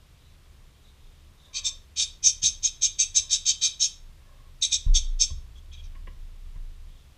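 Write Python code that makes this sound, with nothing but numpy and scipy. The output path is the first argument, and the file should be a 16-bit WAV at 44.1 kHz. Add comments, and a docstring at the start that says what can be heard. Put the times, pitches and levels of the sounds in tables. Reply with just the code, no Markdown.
"""Pencil sketching at a desk

A pencil makes quick strokes on paper lying on a desk in a small quiet room: slip noise rings pencil and sheet.
At each stroke's top speed a short tone with unsteady pitch makes a squeak, mostly weaker than the scratch.
The drawing hand thumps softly on ringing desk modes and slides over the sheet as filtered friction noise.
Skin grazes and fingertip taps ring the paper; a low rumble, a faint noise floor and room echoes surround it."""
import sys
import numpy as np
from scipy import signal
from scipy.fft import rfft, irfft
from scipy.io import wavfile

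SR = 44100
rng = np.random.default_rng(int(sys.argv[2]) if len(sys.argv) > 2 else 0)


def file_out(sig):
    """Save sig as 16-bit WAV at sys.argv[1]."""
    # one column per channel
    cols = np.atleast_2d(sig).T
    # limit, then scale
    lim = np.clip(cols, -1, 1)
    pcm = np.round(lim * 32767).astype(np.int16)
    wavfile.write(sys.argv[1], SR, pcm)


N = 316446
TIME = np.arange(N) / SR


def from_db(db):
    """Decibels to amplitude gain."""
    return 10 ** (np.asarray(db) / 20)


def rms_one(x):
    """Scale to rms 1."""
    return x / np.sqrt(np.mean(x ** 2) + 1e-20)


def at_hz(points, hz):
    """Read a table on a log-frequency axis."""
    f, value = np.transpose(points)
    return np.interp(np.log(np.maximum(hz, 1)), np.log(f), value)


def add(track, start_s, sound):
    """Mix a sound into the track from start_s, cut at the track's end."""
    i = round(start_s * SR)
    track[i:i + len(sound)] += sound[:N - i]


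def band(x, low_hz, high_hz):
    """Butterworth band-pass."""
    edges = [low_hz, min(high_hz, .45 * SR)]
    return signal.sosfilt(signal.butter(2, edges, "band", fs=SR, output="sos"), x)


def resonate(x, hz, width_hz):
    """A resonance passed twice, so that its skirts are steep; width_hz is that of one pass."""
    r = np.exp(-np.pi * width_hz / SR)  # pole radius
    section = [(1 - r * r) / 2, 0, -(1 - r * r) / 2, 1, -2 * r * np.cos(2 * np.pi * hz / SR), r * r]
    return signal.sosfilt([section, section], x + 1e-18)


def rub(force, hz, width_hz):
    """Friction noise under a force rings one resonance; a steady force of 1 gives about rms 1."""
    noise = force * rng.standard_normal(len(force))
    return resonate(noise, hz, width_hz) * np.sqrt(2 * SR / (np.pi * width_hz))


def wobble(size, rate_hz):
    """Random points at rate_hz joined by straight lines, rms 1."""
    return rms_one(np.interp(np.arange(size) * rate_hz / SR, np.arange(size), rng.standard_normal(size)))


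def coloured_noise(spectrum):
    """Steady noise of a given colour, rms 1."""
    gain = from_db(at_hz(spectrum, np.arange(N // 2 + 1) * SR / N))
    return rms_one(irfft(rfft(rng.standard_normal(N)) * gain, N))


# colour of the noise floor, relative density: hz, density_db (per Hz)
QUIET_COLOUR = [(26, -28.5), (45, -7.5), (77, -2), (98, -15), (131, -11), (218, -24.5), (307, -25.5),
                (411, -27), (873, -32), (1090, -29), (1450, -33.5), (2940, -32), (3750, -31.5), (4040, -34),
                (15000, -45.5)]


def background(level_db=-62.5):
    """Room tone and microphone hiss, levelled by its rms from 200 to 15000 Hz."""
    lowest_point = (20, QUIET_COLOUR[0][1] - 10)
    noise = coloured_noise([lowest_point] + list(QUIET_COLOUR))
    return from_db(level_db) * noise / np.std(band(noise, 200, 15000))


# the resting hands stir the desk, before the trim: time_s, level_db
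RUMBLE_LEVEL = [(0, -53.5), (.8, -54), (1.05, -48), (1.5, -50.5), (2.5, -47), (3.2, -46.5), (3.75, -58.5),
                (4.17, -43), (4.4, -52), (4.8, -42), (5.8, -39.5), (6.15, -36.5), (6.35, -44), (6.6, -39),
                (7.18, -47.5)]
# colour of that rumble, relative: hz, level_db
RUMBLE_COLOUR = [(15, -30.5), (24, -9.5), (29, 2.5), (36, -19), (48, -29.5), (70, -12.5), (95, -29),
                 (130, -33), (220, -50), (500, -82)]


def rumble(trim_db=-1):
    """Small movements of the hands keep the desk trembling: low noise with a drifting level."""
    time_s, level_db = np.transpose(RUMBLE_LEVEL)
    return from_db(trim_db + np.interp(TIME, time_s, level_db)) * coloured_noise(RUMBLE_COLOUR)


# skin grazes the paper: start_s, length_s, level_db, rustle_hz
GRAZES = [(0.184, 0.15, -70.5, 3830), (0.827, 0.091, -66.5, 3750), (0.995, 0.23, -72, 3600),
          (1.368, 0.18, -63.5, 3680), (6.872, 0.19, -68, 3420)]


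def grazes(grain_db=3, grain_hz=144.5, hiss_db=-10):
    """Light sliding friction with a grainy force: a narrow rustle and a little hiss."""
    out, t = np.zeros(N), TIME[:SR // 3]
    for start_s, length_s, level_db, rustle_hz in GRAZES:
        arch = np.sqrt(np.abs(np.sin(np.pi * np.minimum(t / length_s, 1))))
        force = arch * from_db(grain_db * wobble(len(t), grain_hz))
        rustle = rub(force, rustle_hz, 370)
        hiss = from_db(hiss_db) * rub(force, 6100, 3700)
        add(out, start_s, from_db(level_db) * (rustle + hiss))
    return out


# the edge of the drawing hand slides over the sheet: start_s, length_s, level_db
SLIDES = [(1.428, 0.36, -64), (3.131, 0.22, -68), (4.179, .32, -67)]
# resonances of the sheet held down by the hand: hz, width_hz, level_db
HELD_SHEET = [(585, 110, -6.5), (1100, 130, -2), (1710, 120, -8.5)]


def slides():
    """The hand moves to a new place; friction on the held sheet gives a soft, hollow rub."""
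    out, t = np.zeros(N), TIME[:SR // 2]
    for start_s, length_s, level_db in SLIDES:
        force = np.sqrt(np.abs(np.sin(np.pi * np.minimum(t / length_s, 1))))
        hollow = sum(from_db(db) * rub(force, hz, width_hz) for hz, width_hz, db in HELD_SHEET)
        add(out, start_s, from_db(level_db) * hollow)
    return out


SWELL_SHARE = .6  # the lead reaches top speed this far into a stroke
# resonances of pencil and sheet, relative levels: hz, width_hz, level_db
PENCIL_MODES = [ (1120, 180, -44.5), (1358, 71, -40.5), (1720, 140, -34), (2143, 150, -30.5),
                (2441, 140, -14.5), (2640, 54, -22), (2930, 160, -22.5), (3207, 190, -10.5),
                (3380, 51, -17), (3595, 140, -7), (3710, 59, -7), (3846, 130, -4), (4233, 180, -13.5),
                (4572, 220, -4.5), (4650, 160, -16), (5268, 145, 0.5), (5547, 110, -0.5), (5700, 210, -4),
                (6190, 540, 6), (6338, 340, 6), (6540, 239, -3.5), (6970, 410, -4.5), (7540, 170, -5.5),
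                (7874, 220, -7), (8510, 910, -14), (9620, 600, -22), (10315, 620, -24.5), (11900, 800, -37),
                (13200, 880, -37)]
# pencil strokes, length up to half lifted, squeak relative to the scratch level:
# start_s, length_s, level_db, brightness_db, squeak_hz, squeak_db
STROKES = [ (1.526, 0.07, -30.5, -4, 4380, -7), (1.632, 0.057, -24, 0, 3625, -7.5),
           (1.954, 0.085, -22.5, -2, 3760, -8), (2.221, 0.082, -17.5, 1.5, 6350, 3),
           (2.412, .076, -18, -0.5, 3780, -8), (2.617, 0.066, -23.5, -.5, 6530, 2.5),
           (2.806, 0.061, -19, -1.5, 6360, -2.5), (2.978, 0.057, -19, -.5, 6470, -11.5),
           (3.139, 0.056, -17.5, -1, 6300, -3.5), (3.29, .073, -19.5, -0.5, 3840, -12.5),
           (3.445, .071, -19.5, -3, 4500, -12), (3.604, 0.071, -19.5, -2.5, 3765, -16.5),
           (3.789, 0.073, -18, -0.5, 3860, -12.5), (4.607, .055, -21.5, -1, 3730, -3.5),
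           (4.704, 0.058, -20.5, -0.5, 3643, -7), (4.934, 0.052, -19.5, -0.5, 3410, -9),
           (5.186, .059, -19, 0, 6370, -16), (5.538, 0.062, -65.5, -2, 3330, 7),
           (5.718, 0.027, -49, -9, 3300, -6.5), (5.731, 0.039, -59, -7, 3650, -2.5),
           (5.768, 0.042, -61.5, -6, 3300, 7), (5.813, .06, -59.5, -8, 5720, -1.5)]


def pencil(tooth_db=2.6, tooth_hz=1100, ease_db=-3, lift_s=0.023, swell_shape=1.58, speed_colour=0.69,
           bright_hz=4900, firm_db=-22.5, drum_db_per_db=0.24, drum_hz=2850, vary_db=2.1, detune=0.0062):
    """The lead speeds up, catches on the tooth of the paper in uneven slips, and lifts off."""
    out, t = np.zeros(N), TIME[:SR // 6]
    hz, width_hz, mode_db = np.transpose(PENCIL_MODES)
    for start_s, length_s, level_db, brightness_db, _, _ in STROKES:
        swell_s = SWELL_SHARE * length_s
        speed = np.sin(np.pi / 2 * np.minimum(t / swell_s, 1))
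        ease = from_db(ease_db * np.maximum(t - swell_s, 0) / swell_s)
        contact = ease / (1 + np.exp(4 * (t - length_s) / lift_s))
        force = contact * rms_one(from_db(tooth_db * wobble(len(t), tooth_hz)))
        # the angle of the lead tips the balance of low and high modes
        tilt_db = brightness_db * np.tanh(6 * np.log(hz / bright_hz))
        # the lighter the stroke, the looser the sheet lies and the more it drums
        drum_db = drum_db_per_db * (firm_db - level_db) * (hz < drum_hz)
        gains = from_db(mode_db + tilt_db + drum_db + vary_db * rng.standard_normal(len(hz)))
        gains /= np.linalg.norm(gains)
        pitches = hz * (1 + detune * rng.standard_normal(len(hz)))
        # high modes need more speed to wake
        wake = swell_shape * (hz / bright_hz) ** speed_colour
        scratch = np.zeros(len(t))
        for gain, power, pitch_hz, w in zip(gains, wake, pitches, width_hz):
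            scratch += gain * rub(force * speed ** power, pitch_hz, w)
        add(out, start_s, from_db(level_db) * scratch)
    return out


def squeaks(cycles=135, edge_s=.003, burst_hz=420, burst_db=2.0, pitch_spread=.035, pitch_rate_hz=1200):
    """Around top speed the slips lock to one resonance, in bursts of a few milliseconds with unsteady pitch."""
    out, t = np.zeros(N), TIME[:SR // 12]
    for start_s, length_s, level_db, _, squeak_hz, squeak_db in STROKES:
        lasts_s = cycles / squeak_hz
        edges = np.clip(np.minimum(t, lasts_s - t) / edge_s, 0, 1)
        grip = edges * rms_one(from_db(burst_db * wobble(len(t), burst_hz)))
        pitch_hz = squeak_hz * (1 + pitch_spread * wobble(len(t), pitch_rate_hz))
        tone = rms_one(np.sin(2 * np.pi * np.cumsum(pitch_hz) / SR))
        # centred on the moment of top speed
        squeak_start_s = start_s + SWELL_SHARE * length_s - lasts_s / 2
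        add(out, squeak_start_s, from_db(level_db + squeak_db) * grip * tone)
    return out


# the hand lands on the desk; weight_db raises or lowers the modes under 40 Hz:
# start_s, level_db, contact_s, weight_db
THUMPS = [(2.433, -33, 0.0051, -11), (4.863, -17, 0.0094, -0.5), (4.893, -14, 0.014, -3),
          (5.309, -17, 0.012, -14), (6.558, -43, 0.0075, 4.5)]
# desk modes, levels before the weight: hz, level_db, t60_s
DESK_MODES = [(27.4, 1, 0.98), (31, -3.5, 0.96), (57.6, -15, 0.91), (71.9, -7, 0.33), (129, -6, 0.23),
              (198, -14, 0.43)]


def thumps(pat_db=-27, pat_s=0.015):
    """The soft edge of the hand knocks the desk; its weight sets the two lowest modes, which beat as they die."""
    out, t = np.zeros(N), TIME[:3 * SR // 2]
    for start_s, level_db, contact_s, weight_db in THUMPS:
        ring = np.zeros(len(t))
        for hz, mode_db, t60_s in DESK_MODES:
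            fading_db = mode_db + weight_db * (hz < 40) - 60 * t / t60_s
            ring += from_db(fading_db) * np.cos(2 * np.pi * hz * t)
        # a longer contact softens the knock
        push = np.sin(np.pi * np.minimum(t / contact_s, 1)) ** 2
        knock = signal.fftconvolve(push / push.sum(), ring)[:len(t)]
        pat = from_db(pat_db) * rub(np.exp(-t / pat_s), 120, 80)
        add(out, start_s, from_db(level_db) * (knock + pat))
    return out


# fingertips tap the sheet: start_s, level_db
TAPS = [(4.867, -63), (4.91, -72), (5.298, -63), (5.948, -59.5), (6.069, -52), (6.555, -64.5)]
# resonances of the tapped sheet: hz, width_hz, level_db
SHEET_MODES = [(188, 99, 0), (370, 114, -2.5), (590, 130, -1.5), (1060, 130, 1), (1827, 370, -3.5),
               (2090, 670, -5), (2770, 670, -5.5)]


def taps(rise_s=0.0048):
    """A fingertip presses the sheet flat: a short force pulse of noise makes a brief soft crackle."""
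    out, t = np.zeros(N), TIME[:SR // 8]
    force = t / rise_s * np.exp(1 - t / rise_s)
    for start_s, level_db in TAPS:
        crackle = sum(from_db(db) * rub(force, hz, width_hz) for hz, width_hz, db in SHEET_MODES)
        add(out, start_s, from_db(level_db) * crackle)
    return out


# reflections off nearby surfaces: delay_s, level_db
ECHOES = [(.00383, -14), (.00488, -16)]
# the room's diffuse tail: hz, t60_s, level_db
ROOM_TAIL = [(200, .25, -10), (990, .25, -7), (2400, 0.27, -5), (3710, 0.34, -8), (6240, 0.28, -17),
             (9910, 0.23, -4.5)]


def room(x, first_s=0.0039):
    """What comes back: two close echoes, and a diffuse tail that builds over first_s and dies band by band."""
    t, edges_hz = TIME[:SR * 2 // 3], np.geomspace(200, 16000, num=13)
    table, response = np.array(ROOM_TAIL), np.zeros(len(t))
    for low_hz, high_hz in zip(edges_hz, edges_hz[1:]):
        centre_hz = np.sqrt(low_hz * high_hz)
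        t60_s = at_hz(table[:, :2], centre_hz)
        level_db = at_hz(table[:, ::2], centre_hz)
        decay = from_db(-60 * t / t60_s) * np.minimum(t / first_s, 1) ** 2
        decay /= np.linalg.norm(decay)
        response += from_db(level_db) * band(rng.standard_normal(len(t)), low_hz, high_hz) * decay
    for delay_s, level_db in ECHOES:
        add(response, delay_s, from_db([level_db]))
    return signal.fftconvolve(x, response)[:N]


def scene(squeak_room_db=-5, top_hz=12000):
    """The broad sheet fills the room more than the singing tip does; the desk shakes the microphone directly."""
    paper = band(pencil() + grazes() + slides() + taps(), 150, top_hz)
    tip = squeaks()
    reflected = room(paper + from_db(squeak_room_db) * tip)
    desk = thumps() + rumble()
    return (paper + tip + reflected + desk + background())[None]


def record(dry, cutoff_hz=15000):
    """A steep elliptic low-pass cuts the top."""
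    return signal.sosfilt(signal.ellip(12, .1, 80, cutoff_hz, fs=SR, output="sos"), dry)


dry = scene()
out = record(dry)
file_out(out)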